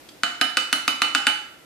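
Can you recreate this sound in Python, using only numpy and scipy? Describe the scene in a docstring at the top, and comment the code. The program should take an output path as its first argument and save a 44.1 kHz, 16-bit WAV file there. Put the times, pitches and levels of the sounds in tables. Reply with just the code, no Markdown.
"""Low room hiss fills a small kitchen, and a plastic yogurt pot gives one faint tick in the hand.
The pot is then rapped eight times, ever faster, on a glass mixing bowl. Each impact excites free
vibrations: the pot's wall cracks, its base pops, its hollow thumps and the lightly damped glass rings.
The hard walls answer with reflections, and after the last rap the bowl rings down into the hiss."""
import sys
import numpy as np
from scipy import signal
from scipy.fft import rfft, irfft, next_fast_len
from scipy.io import wavfile

SR = 44100
rng = np.random.default_rng(int(sys.argv[2]) if len(sys.argv) > 2 else 0)


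def output_pcm(signal):
    """Save a mono or channel-first signal as 16-bit PCM at the path in sys.argv[1].

    Samples are clipped to [-1, 1] before scaling.
    """
    pcm = np.clip(np.atleast_2d(signal).T, -1, 1) * 32767
    wavfile.write(sys.argv[1], SR, np.round(pcm).astype(np.int16))


N = 72765
SIDES = np.array([[.5], [-.5]])  # splits a left-right difference between the channels


def amp(db):
    """Decibels to amplitude ratio."""
    return 10 ** (np.asarray(db) / 20)


def along(points, hz):
    """Interpolation on a logarithmic frequency axis."""
    f, v = np.transpose(points)
    return np.interp(np.log(hz + 1), np.log(f + 1), v)


def filtered(x, response):
    """Linear filtering: spectrum times frequency response."""
    m = next_fast_len(N + SR // 2)
    return irfft(rfft(x, m) * response(np.fft.rfftfreq(m, 1 / SR)), m)[..., :N]


def coloured(x, curve_db):
    """Minimum-phase filtering: folding the cepstrum makes a dB curve causal."""
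    m = 2 * next_fast_len(N)
    cepstrum = irfft(np.log(amp(curve_db(np.fft.rfftfreq(m, 1 / SR)))))
    cepstrum[1:m // 2] *= 2
    cepstrum[m // 2 + 1:] = 0
    return irfft(rfft(x, m) * np.exp(rfft(cepstrum)))[..., :N]


def highpass(x, hz, order):
    """Causal high-pass filtering."""
    return signal.sosfilt(signal.butter(order, hz, "high", fs=SR, output="sos"), x)


def since(s):
    """Seconds after s, zero before."""
    return np.maximum(np.arange(N) / SR - s, 0)


def rise(t, tau_s):
    """Exponential build-up."""
    return 1 - np.exp(-t / tau_s)


def mode(t, hz, t60_s, phase=0):
    """Damped harmonic oscillation."""
    return np.sin(2 * np.pi * hz * t + phase) * amp(-60 * t / t60_s)


def burst(t, t60_s):
    """Exponentially decaying noise."""
    return (t > 0) * rng.standard_normal(N) * amp(-60 * t / t60_s)


def cohered(pair, coherence):
    """Partial coherence: the balance of mid and side sets how alike two channels are."""
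    def weights(f):
        angle = np.arccos(along(coherence, f)) / 2
        return np.array([np.cos(angle), np.sin(angle)])
    mid, side = filtered(pair, weights)
    return np.array([mid + side, mid - side])


# Spectrum of the room noise (frequency [Hz], level [dB])
HISS_SPECTRUM = [(18, -45), (30, -12.5), (160, -6), (197, -8), (324, 2), (420, -5.5), (575, -4),
                 (673, -6.5), (1020, -10.5), (2490, -12), (3590, -14), (4910, -16.5), (7460, -20),
                 (14000, -21.5), (15500, -68)]
# Its envelope (time [s], level [dB])
HISS_ENVELOPE = [(0, -48), (0.132, -49.5), (0.209, -50.5), (1.65, -51.5)]
# Its left-right likeness (frequency [Hz], coherence [1])
HISS_COHERENCE = [(50, 0.18), (200, 0.72), (800, 0.17), (3000, 0.083), (12000, 0.16)]
def hiss():
    """Ambient noise: a quiet random field, most coherent in the bass."""
    noise = cohered(rng.standard_normal((2, N)), HISS_COHERENCE)
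    noise = filtered(noise, lambda f: amp(along(HISS_SPECTRUM, f)))
    level_db = np.interp(since(0), *np.transpose(HISS_ENVELOPE))
    return amp(level_db) * noise / np.sqrt(np.mean(noise ** 2))


def tick(start_s=.0886, centre_hz=4230, width_hz=1800):
    """Noise-excited resonance: the pot creaks softly once in the grip."""
    t = since(start_s)
    rub = burst(t, t60_s=0.021) * rise(t, 0.00052)
    resonance_db = lambda f: -10 * np.log10(1 + ((f - centre_hz) / (width_hz / 2)) ** 2)
    return amp(-25) * coloured(rub, resonance_db)


# Balance of the direct sound (frequency [Hz], left minus right [dB])
BALANCE = [(250, -.5), (1400, -1.5), (3000, 2.5), (5000, -5), (8000, -9), (14000, 0)]
def propagated(x, right_lag_s=.00003, echo_s=0.027):
    """Superposition of direct sound, early reflections and reverberation."""
    direct = filtered(x, lambda f: amp(SIDES * along(BALANCE, f))
                      * np.exp(2j * np.pi * f * right_lag_s * SIDES))
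    # Bowl, worktop and the wall beside it reflect first.
    scatter = np.array([burst(since(0.0024), t60_s=0.042) for _ in range(2)])[:, :SR // 10]
    near = signal.fftconvolve(direct, scatter / np.linalg.norm(scatter[0]), axes=1)[:, :N]
    echo = filtered(near, lambda f: np.exp(-2j * np.pi * f * echo_s))  # nearest kitchen wall
    left, right = amp(-7) * near + amp(-16) * echo + amp(-2.5) * reverberation(x)
    mid_side = np.array([left + right, left - right]) / np.sqrt(2)
    # At two close points a diffuse field is alike in the bass.
    return direct + cohered(mid_side, coherence=[(250, 0.47), (600, 0.53), (1400, 0)])


# Reverberation time of the kitchen (frequency [Hz], T60 [s])
ROOM_DECAY = [(150, 0.47), (400, 0.3), (1200, 0.61), (2800, 0.54), (7000, 0.52), (14000, 0.3)]
# Colour of its reverberation (frequency [Hz], gain [dB])
ROOM_SPECTRUM = [(100, 4), (230, 1), (320, -6), (420, 5.5), (750, 6), (950, 3.5), (1400, -3), (2000, 0.5),
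                 (4500, -0.5), (8000, 0.5), (13000, -2)]
def reverberation(x):
    """Diffuse decay: each frequency dies away at its own rate."""
    hz, t, spectra = signal.stft(rng.standard_normal((2, SR * 2 // 3)), SR, nperseg=256)
    tail = signal.istft(spectra * amp(-60 * t / along(ROOM_DECAY, hz)[:, None]), SR, nperseg=256)[1]
    tail *= rise(np.arange(tail.shape[1]) / SR, 0.0017)
    wet = signal.fftconvolve(x[None], tail / np.linalg.norm(tail[0]), axes=1)[:, :N]
    return filtered(wet, lambda f: amp(along(ROOM_SPECTRUM, f) + 0.61 * SIDES * along(BALANCE, f)))


# Stiff modes of the pot's wall (frequency [Hz], level [dB], T60 [s])
WALL_MODES = [(1254, -19, 0.058), (1950, -13.5, 0.0052), (2680, -12, 0.0065), (2971, -16.5, 0.028),
              (3647, -15.5, 0.016), (4488, -27.5, 0.021), (5620, -35, 0.0053), (7770, -40.5, .008),
              (8390, -20, 0.0074)]
def pot_wall(t):
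    """Modal superposition: the wall's modes start together, alternating in sign."""
    return sum((-1) ** (k + 1) * amp(db + rng.normal(0, 1)) * mode(t, hz, t60)
               for k, (hz, db, t60) in enumerate(WALL_MODES))


# Snap of the plastic (frequency [Hz], gain [dB])
CRACK_SPECTRUM = [(60, -48), (170, -42), (280, -7), (420, -15.5), (730, -5), (950, -6), (1300, -17.5),
                  (2700, 6), (3300, -15.5), (4200, 0.5), (5500, -8.5), (8000, -11.5), (11000, -12.5),
                  (14500, -24)]
def pot_crack(t):
    """Impulse response: the plastic gives a broadband snap with fine crackle."""
    snap = np.diff(1.0 * (t > 0), prepend=0)
    crackle = highpass(burst(t, t60_s=0.02), hz=3000, order=2)
    return amp(11.5) * coloured(snap + amp(-16) * crackle, lambda f: along(CRACK_SPECTRUM, f))


def pot_base(t, hz):
    """Heavily damped plate vibration: the base pops."""
    return amp(0.5) * mode(t, hz, t60_s=0.009) * rise(t, 0.00061)


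def pot_hollow(t, thump_db, cup_hz, cup_db, lift_hz_per_s=390):
    """Cavity resonance: the air thumps, rising in pitch as the pot lifts away."""
    thump = amp(thump_db - 22.5) * mode(t, 260 + lift_hz_per_s * t / 2, t60_s=0.054)
    # A higher air resonance is set by how the pot sits on the bowl.
    cup = amp(cup_db - 30.5) * mode(t, cup_hz, t60_s=0.099)
    return (thump + cup) * rise(t, 0.0046)


def pot_shell(s, base_hz, base_db, bright_db, shelf_hz=4300):
    """Radiation from small panels: wall and base shed little bass; the crack joins them."""
    t = since(s)
    panels = pot_wall(t) + amp(base_db) * pot_base(since(s + 0.00025), base_hz)
    radiated = highpass(panels, hz=1125, order=8) + pot_crack(t)
    return coloured(radiated, lambda f: bright_db * f ** 2 / (f ** 2 + shelf_hz ** 2))


# Modes of the bowl (frequency [Hz], level [dB], T60 [s], left minus right [dB])
BOWL_MODES = [(316, -41, .45, 0), (512, -51, .5, 0), (752, -48, .35, 0), (873, -46, .55, 0),
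              (1251, -38, .3, 0), (1353, -34, .75, 0), (1478, -40, .3, 0), (1540, -39, .38, 0),
              (2099, -40, .65, 0), (2515, -42, .4, 0), (2691, -42, .35, 0), (3994, -39, .48, -2),
              (4112, -39, .32, -2), (5098, -50, .5, -3)]
def bowl(s, next_s, ping_db, damping_s=0.0073):
    """Free vibration: the glass rings until the next contact damps it."""
    t = since(s)
    modes = [(hz, db + 1, t60, pan_db) for hz, db, t60, pan_db in BOWL_MODES]
    modes.append((2974, ping_db - 23.5, 0.44, -15.5))  # the strongest depends on the spot struck
    ring = 0
    for hz, db, t60, pan_db in modes:
        phases = rng.uniform(0, 2 * np.pi) + rng.normal(0, 0.55, (2, 1))
        ring += amp(db + SIDES * pan_db) * mode(t, hz, t60, phases)
    ring *= rise(t, 0.0053) * np.exp(-since(next_s) / damping_s)
    return ring + amp(-21) * reverberation(ring.mean(0))


# Impacts of pot on bowl (time [s], level [dB], base pitch [Hz], base gain [dB], thump gain [dB],
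# cup resonance [Hz], cup gain [dB], glass ping gain [dB], treble shelf [dB])
RAPS = [(.2340, -2, 1400, 3.5, 2, 709, 3, -0.5, -4), (.4125, 0.5, 1583, -0.5, 3, 740, 5.5, 3, 0),
        (0.5704, -0.5, 1452, -0.5, -1.5, 511, 2, 1, 1.5), (0.7278, -0.5, 1448, 0, 3, 627, -8, -0.5, 2),
        (0.8788, 1, 1303, -2, -1, 780, -29, -1, -2), (1.0188, 2, 1315, -2, -1, 835, -7, 0, -3),
        (1.1491, -0.5, 1422, 3, -1, 813, 3, 2, 0), (1.2686, 0.5, 1515, 1, -0.5, 855.5, 6, 4, 0)]
def scene():
    """Linear superposition: hiss, tick, then raps that each excite both pot and bowl."""
    out = hiss() + propagated(tick())
    next_times = [row[0] for row in RAPS[1:]] + [N / SR]
    for rap, next_s in zip(RAPS, next_times):
        s, db, base_hz, base_db, thump_db, cup_hz, cup_db, ping_db, bright_db = rap
        shell = pot_shell(s, base_hz, base_db, bright_db)
        hollow = pot_hollow(since(s), thump_db, cup_hz, cup_db)
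        out += amp(db) * (propagated(shell + hollow) + bowl(s, next_s, ping_db))
    return out


def record(dry):
    """Saturation and band limiting: the phone rounds the highest peaks and cuts the top treble."""
    edge_hz, top_hz = 14700, 16600
    rounded = dry / (1 + np.abs(dry) ** 8) ** (1 / 8)
    return filtered(rounded, lambda f: amp(-np.maximum(f - edge_hz, 0) / 60) * (f < top_hz))


dry = scene()
out = record(dry)
output_pcm(out)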